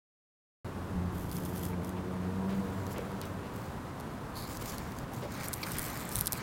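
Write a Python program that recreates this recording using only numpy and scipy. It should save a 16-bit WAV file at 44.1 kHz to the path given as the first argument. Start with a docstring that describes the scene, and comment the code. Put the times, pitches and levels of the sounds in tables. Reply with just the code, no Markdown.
"""A garden opens on the wash of the town, light wind and a far engine that drones and later fades.
From 1.1 s a small turtle slides off a wooden plank, claws scraping in gritty strokes; crumbs snap,
its shell knocks and its feet scuff. From 2.5 s it pushes on over crumbly soil. At 4.3 s it rakes a dry
stalk and its belly starts to drag; from 5.4 s it crunches through dry leaves, with the sharpest snaps."""
import sys
import numpy as np
from scipy import signal
from scipy.fft import rfft, irfft
from scipy.io import wavfile
from scipy.ndimage import uniform_filter1d

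SR = 44100
rng = np.random.default_rng(int(sys.argv[2]) if len(sys.argv) > 2 else 0)


def generate_wav(sig):
    """Save sig (samples, or channels by samples) to the path in sys.argv[1] as 16-bit PCM at SR."""
    pcm = np.round(np.clip(np.atleast_2d(sig).T, -1, 1) * 32767).astype(np.int16)
    wavfile.write(sys.argv[1], SR, pcm)


N = 283122
TIME = np.arange(N) / SR


def amp(db):
    """Decibels to gain."""
    return 10 ** (np.asarray(db) / 20)


def unit(x):
    """Scales to rms 1."""
    return x / np.sqrt(np.mean(x ** 2) + 1e-20)


def add(mix, s, sound):
    """Mixes a sound in at time s."""
    part = mix[round(s * SR):][:len(sound)]
    part += sound[:len(part)]


def level(rows, fade_s=0.019):
    """Gain along a (t/s, level/dB) curve, fading out beyond its ends."""
    s, db = np.transpose(rows)
    outside = np.maximum(np.maximum(s[0] - TIME, TIME - s[-1]), 0)
    return amp(np.interp(TIME, s, db)) * np.exp(-outside / fade_s)


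def swell(peak_s, half_width_s, db):
    """Gain that rises and falls in a bell."""
    return amp(db) * np.exp(-((TIME - peak_s) / half_width_s) ** 2)


def colour(x, spectrum, size=2048):
    """Minimum-phase EQ, so that clicks keep their sharp front; the result has rms 1."""
    hz, db = np.transpose(spectrum)
    bin_hz = abs(np.fft.fftfreq(size, 1 / SR))
    log_gain = np.log(amp(np.interp(np.log(bin_hz + 1), np.log(hz), db)))
    taps = np.fft.ifft(np.exp(np.conj(signal.hilbert(log_gain)))).real
    return unit(signal.oaconvolve(x, taps)[:N])


def band(x, low_hz, high_hz, order=2):
    """Band-pass filter."""
    edges = np.clip([low_hz, max(high_hz, low_hz + 20)], 1, SR / 2 - np.array([20, 10]))
    return signal.sosfilt(signal.butter(order, edges, "band", fs=SR, output="sos"), x)


def drift(rate_hz):
    """Slow random motion of rms 1."""
    hz = np.fft.rfftfreq(N, 1 / SR)
    return unit(irfft(rfft(rng.standard_normal(N)) * np.exp(-(hz / rate_hz) ** 2), N))


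def town_wash():
    """The distant town: a dark bed of noise whose level flickers slightly."""
    # tone of the wash: f/Hz, relative level/dB
    spectrum = [(20, -31.5), (55, -3.5), (125, 1), (240, -3), (380, -9), (650, -11.5), (1050, -11),
                (1600, -18), (2400, -26.5), (3500, -30), (5500, -35), (9000, -37), (15500, -41)]
    # its slow rise and fall: t/s, level/dB
    loudness = [(.65, -41.5), (2.1, -41.5), (2.9, -39.5), (3.4, -41), (6.42, -40.5)]
    bed = colour(rng.standard_normal(N), spectrum, size=8192)
    return bed * level(loudness) * amp(.5 * drift(rate_hz=42))


def wind(breeze_db=-65):
    """A faint breeze, and gusts that buffet the microphone with a low rumble."""
    # tone of the rumble: f/Hz, relative level/dB
    spectrum = [(10, -24), (25, -10), (38, -18), (55, -12), (80, -9), (150, -20), (400, -37), (2000, -99)]
    # gusts: peak t/s, half width/s, level/dB
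    gusts = [(.975, .03, -44), (1.2, 0.23, -46.5), (4.6, 0.32, -51.5), (5.03, .05, -49), (5.46, 0.08, -50),
             (5.78, .035, -39), (6.175, 0.035, -37.5)]
    rumble = colour(rng.standard_normal(N), spectrum, size=8192)
    return rumble * (amp(breeze_db) + sum(swell(*gust) for gust in gusts))


def far_engine(waver=0.00881, flutter=1.0, shimmer=0.35):
    """Harmonics of the firing rate over a dull roar; the air on the long way makes them flutter."""
    # firing rate: t/s, f/Hz
    firing_rate = [(.65, 92), (1.0, 89.5), (1.7, 89), (2.27, 92.5), (2.45, 95.5), (3.7, 97)]
    # envelope of the first harmonic: t/s, level/dB
    first_level = [(.65, -45), (.9, -46), (1.06, -38), (1.3, -51), (1.6, -40.5), (2.2, -47.5), (2.62, -50),
                   (2.8, -35), (3.08, -66), (3.3, -40.5), (3.6, -60)]
    # envelope of the second harmonic: t/s, level/dB
    second_level = [(.82, -53), (.98, -36.5), (1.3, -45), (1.8, -40), (2.0, -43.5), (2.35, -39),
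                    (2.47, -33.5), (2.6, -34.5), (2.76, -48), (3.15, -44.5), (3.5, -60)]
    # upper harmonics: multiple of the firing rate, relative level/dB
    overtones = [(3, -5), (4, -1.5), (5, -2.5), (6, -9.5), (7, -10.5), (10, -9)]
    # tone of the exhaust roar: f/Hz, relative level/dB
    exhaust = [(50, -41), (100, 1), (135, 4.5), (200, -2), (300, 2), (420, -5), (600, -15), (2000, -60.5)]
    hz = np.interp(TIME, *np.transpose(firing_rate)) * (1 + waver * drift(rate_hz=18.7))
    phase = 2 * np.pi * np.cumsum(hz) / SR

    def harmonic(k, depth):
        """One partial, swaying in level and phase."""
        path = 1 + depth * (drift(rate_hz=17) + 1j * drift(rate_hz=12.5))
        return unit((path * np.exp(1j * k * phase)).real)

    first = level(first_level, fade_s=0.15) * harmonic(1, shimmer)
    second = level(second_level, fade_s=0.27) * harmonic(2, shimmer)
    upper = sum(amp(db) * harmonic(k, flutter) for k, db in overtones)
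    upper *= swell(peak_s=2.29, half_width_s=1.21, db=-48)
    roar = colour(rng.standard_normal(N), exhaust, size=8192)
    roar *= swell(peak_s=1.24, half_width_s=1.64, db=-45)
    return first + second + upper + roar


def push(start, length, db, attack_s, release_s, sag_db_per_s=12):
    """Gain of one push: pressure builds, sags as the leg stretches, and lets go."""
    t = np.maximum(TIME - start, 0)
    attack = np.minimum(t / attack_s, 1)
    release = np.exp(-np.maximum(t - length, 0) / release_s)
    return amp(db - sag_db_per_s * t) * attack * release


def claw_force(*grounds):
    """All the claw strokes on these grounds, as one gain."""
    # claw strokes: start t/s, length/s, level/dB, ground
    strokes = [(1.114, 0.16, -54.5, "plank"), (1.278, 0.23, -49.5, "plank"), (1.528, 0.16, -48.5, "plank"),
               (1.82, 0.064, -54, "plank"), (2.47, 0.42, -59.5, "soil"), (2.883, .045, -52, "soil"),
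               (2.974, .09, -60, "soil"), (3.2, 0.084, -57, "soil"), (3.523, .21, -57.5, "soil"),
               (4.34, 0.095, -45.5, "stalk"), (4.465, .09, -45, "soil"), (4.593, 0.073, -44, "soil"),
               (4.658, .1, -48, "soil"), (4.785, 0.26, -59, "soil"), (5.107, 0.16, -53, "soil"),
               (5.297, .14, -50.5, "soil"), (5.402, 0.062, -46, "leaves"), (5.507, 0.13, -49, "leaves"),
               (5.62, 0.2, -43.5, "leaves"), (5.824, 0.17, -41.5, "leaves"), (5.997, .09, -52, "leaves"),
               (6.097, .135, -39.5, "leaves"), (6.306, 0.071, -48, "leaves")]
    return sum(push(start, length, db, attack_s=0.031, release_s=0.027)
               for start, length, db, ground in strokes if ground in grounds)


def grit(spectrum, grains_per_s, spread_db, clump_db, dust_db):
    """Tiny fractures of uneven size, clumped by stick and slip, over the hiss of fine dust."""
    size = amp(spread_db * np.minimum(rng.exponential(1, N), 3.5))
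    clicks = size * rng.choice([-1, 1], N) * (rng.random(N) < grains_per_s / SR)
    drive = unit(clicks) + amp(dust_db) * rng.standard_normal(N)
    return colour(drive * amp(clump_db * drift(rate_hz=120)), spectrum)


def claw_scrapes():
    """Claws rake with uneven pressure; returns firm (plank, stalk) and loose (soil, leaves) layers."""
    # tone of a claw on the plank: f/Hz, relative level/dB
    plank = [(500, -30), (1800, -7), (2800, -6), (3350, 1.5), (3900, -7), (4600, -4), (7000, -3),
             (9800, -4), (11200, 3), (12200, -6), (13200, 6), (14000, 0), (15800, -4)]
    # on crumbly soil: f/Hz, relative level/dB
    soil = [(500, -70), (2200, -1), (3000, -5.5), (4500, 0), (6000, -1.5), (7200, 2), (8700, -4),
            (11000, -3.5), (12300, 0.5), (13800, -7), (15300, 1)]
    # on a dry stalk: f/Hz, relative level/dB
    stalk = [(800, -25), (3100, -13), (3900, 0), (4350, 5.5), (5000, -4), (5800, -12), (6600, -7),
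             (8600, -12), (11500, -4), (13800, -14), (14800, -8), (16000, -12)]
    # on dry leaves: f/Hz, relative level/dB
    leaves = [(800, -22), (2800, -8), (4200, -5), (6000, -4.5), (8000, -.5), (9700, -1.5), (11000, -2.5),
              (12900, 1.5), (14500, 0), (15800, -3)]
    scratch = grit(plank, grains_per_s=2800, spread_db=4, clump_db=3.5, dust_db=1.5)
    crunch = grit(soil, grains_per_s=1300, spread_db=3.5, clump_db=3, dust_db=-1)
    rasp = grit(stalk, grains_per_s=2500, spread_db=1.5, clump_db=2.5, dust_db=-12)
    crackle = grit(leaves, grains_per_s=1300, spread_db=4, clump_db=3, dust_db=-10)
    firm = claw_force("plank") * scratch + claw_force("stalk") * rasp
    loose = claw_force("soil") * crunch + claw_force("leaves") * crackle
    pressure = amp(1.54 * drift(rate_hz=22.1))
    return pressure * firm, pressure * loose


def crumbs(per_s=25, above_stroke_db=17, spread_db=3, body_db=-8):
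    """Small crumbs break at random while a claw presses, louder under more force: rows for snaps()."""
    force = claw_force("plank", "soil", "stalk", "leaves")
    pressing = force > amp(-66)
    breaks = np.flatnonzero(pressing & (rng.random(N) < per_s / SR))
    offset_db = above_stroke_db + spread_db * rng.uniform(-1, 1, N)
    return [(i / SR, 20 * np.log10(force[i]) + offset_db[i], body_db) for i in breaks]


def snaps(crack_s=0.00018, crumble=0.58, ring_s=0.0015, ring_db=-19):
    """Strong fractures are one crack far under a millisecond long; weak ones crumble more slowly."""
    # crumbs and stalks breaking: t/s, energy of the crisp top/dB, body relative to the top/dB
    fractures = [(1.3146, -22, -3), (1.3676, -21, -3), (1.4515, -22, -9), (1.5791, -22, -10),
                 (1.653, -20, -10), (1.8468, -27, -3), (1.8927, -27, -6), (2.8665, -29, 2),
                 (2.929, -27, -10), (2.9819, -25, -5), (3.1185, -32, -4), (3.2152, -20, -2),
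                 (3.2542, -29, -3), (3.5615, -29, -8), (4.0, -29, -2), (4.0077, -29, -6), (4.5713, -22, -1),
                 (4.7824, -19, -2), (4.9206, -32, 2), (4.9866, -26, 0), (5.4843, -12, -25),
                 (5.5318, -13, -6), (5.5359, -15, -5), (5.5392, -10, -10), (5.7188, -14, -11),
                 (5.785, -9, -13), (5.7932, -11, -10), (6.0913, -18, -11), (6.1565, -5, -11),
                 (6.1658, -12, -11), (6.1877, -13, -10), (6.1925, -13, -13), (6.2102, -2, -13),
                 (6.2589, -15, -4), (6.2702, -4, -14), (6.274, -17, 2), (6.2768, -11, -4),
                 (6.3229, -7, -10), (6.3309, -7, -8)]
    out, t = np.zeros(N), np.arange(512) / SR
    for s, db, body_db in fractures + crumbs():
        decay_s = crack_s * amp(-crumble * db)
        envelope = np.exp(-t / decay_s) + amp(ring_db) * np.exp(-t / ring_s)
        crack = rng.standard_normal(len(t)) * envelope
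        top, body = band(crack, 8000, 14000, order=3), band(crack, 3600, 6400)
        snap = top / np.linalg.norm(top) + amp(body_db) * body / np.linalg.norm(body)
        add(out, s, amp(db) * snap)
    return out


def knocks_and_scuffs(rise_s=0.0011, knock_s=.013):
    """A dull thud with a broad scuff as a foot presses the soil; short, hard contacts ring as shell knocks."""
    # contacts: t/s, thud level/dB, knock or scuff level/dB, length/s, its roll-off f/Hz
    contacts = [(1.73, -56, -46, .014, 2200), (1.965, -50, -53, .05, 2800), (2.23, -52, -54, .05, 2600),
                (2.49, -50, -50.5, .07, 3500), (2.958, -39.5, -47, .058, 2600),
                (3.218, -50, -48.5, .05, 3800), (3.44, -56, -56, .05, 4000), (5.218, -37, -50, .052, 5000),
                (5.629, -48, -33, .013, 8000)]
    # bands of a shell knock: f/Hz, width at a length of knock_s/Hz, relative level/dB
    bands = [(1150, 260, 0), (2250, 350, 1), (3350, 400, -9), (4300, 600, 0), (5400, 500, -6)]
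    out, t = np.zeros(N), np.arange(SR // 4) / SR
    for s, thud_db, top_db, length, rolloff_hz in contacts:
        thud = unit(band(rng.standard_normal(len(t)), 347, 616))
        widening = length / knock_s  # in a long contact the bands merge into a broad scuff
        top = np.zeros(len(t))
        for hz, width, db in bands:
            half_width = widening * width / 2
            noise = band(rng.standard_normal(len(t)), hz - half_width, hz + half_width)
            top += amp(db) / (1 + (hz / rolloff_hz) ** 4) * noise
        envelope = (1 - np.exp(-t / rise_s)) * np.exp(-(t / length) ** 2)
        sink = 1 - np.exp(-5 * t / length)  # the soil gives way gradually
        add(out, s, envelope * (amp(thud_db) * sink * thud + amp(top_db) * unit(top)))
    return out


def shifting_ground(x, depth_db, size=256):
    """Every new crumb or leaf rings at its own pitches, so the resonances wander."""
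    spectra = signal.stft(x, nperseg=size)[2]
    field = rng.standard_normal(spectra.shape)
    for _ in range(2):  # smooth over frequency, then over time
        field = uniform_filter1d(field, size=3, axis=0)
        field = uniform_filter1d(field, size=12, axis=1)
    moving_eq = unit(amp(depth_db * unit(field)))
    return signal.istft(spectra * moving_eq, nperseg=size)[1][:N]


def belly_drag():
    """The belly shell drags as the body moves forward: a duller, smoother scrape."""
    # tone of the shell on the ground: f/Hz, relative level/dB
    spectrum = [(200, -11.5), (600, -23.5), (1200, -5), (1850, -7), (2250, -5.5), (2800, -15.5),
                (4200, -16), (7000, -18), (16000, -47)]
    # forward slides: start t/s, length/s, level/dB
    drags = [(4.342, .17, -52), (4.586, 0.23, -53), (5.259, .18, -45), (5.595, 0.41, -43.5),
             (6.037, 0.11, -54), (6.307, .1, -44)]
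    weight = sum(push(*drag, attack_s=0.15, release_s=0.28) for drag in drags)
    return weight * grit(spectrum, grains_per_s=1700, spread_db=0.5, clump_db=1.5, dust_db=-2.5)


def scene():
    """The turtle close up in front of the garden ambience, in mono."""
    ambience = town_wash() + wind() + far_engine()
    firm, loose = claw_scrapes()
    impacts = snaps() + knocks_and_scuffs()
    loose_ground = shifting_ground(loose + belly_drag(), depth_db=2.2)
    return (ambience + firm + impacts + loose_ground)[None]


def record(dry, start_s=.6462, cutoff_hz=16050):
    """The sound cuts in after a silent lead-in; a steep low-pass trims the very top."""
    low_pass = signal.firwin(401, cutoff_hz, window=("kaiser", 9), fs=SR)
    return signal.oaconvolve(dry * (TIME >= start_s), low_pass[None], "same")


dry = scene()
out = record(dry)
generate_wav(out)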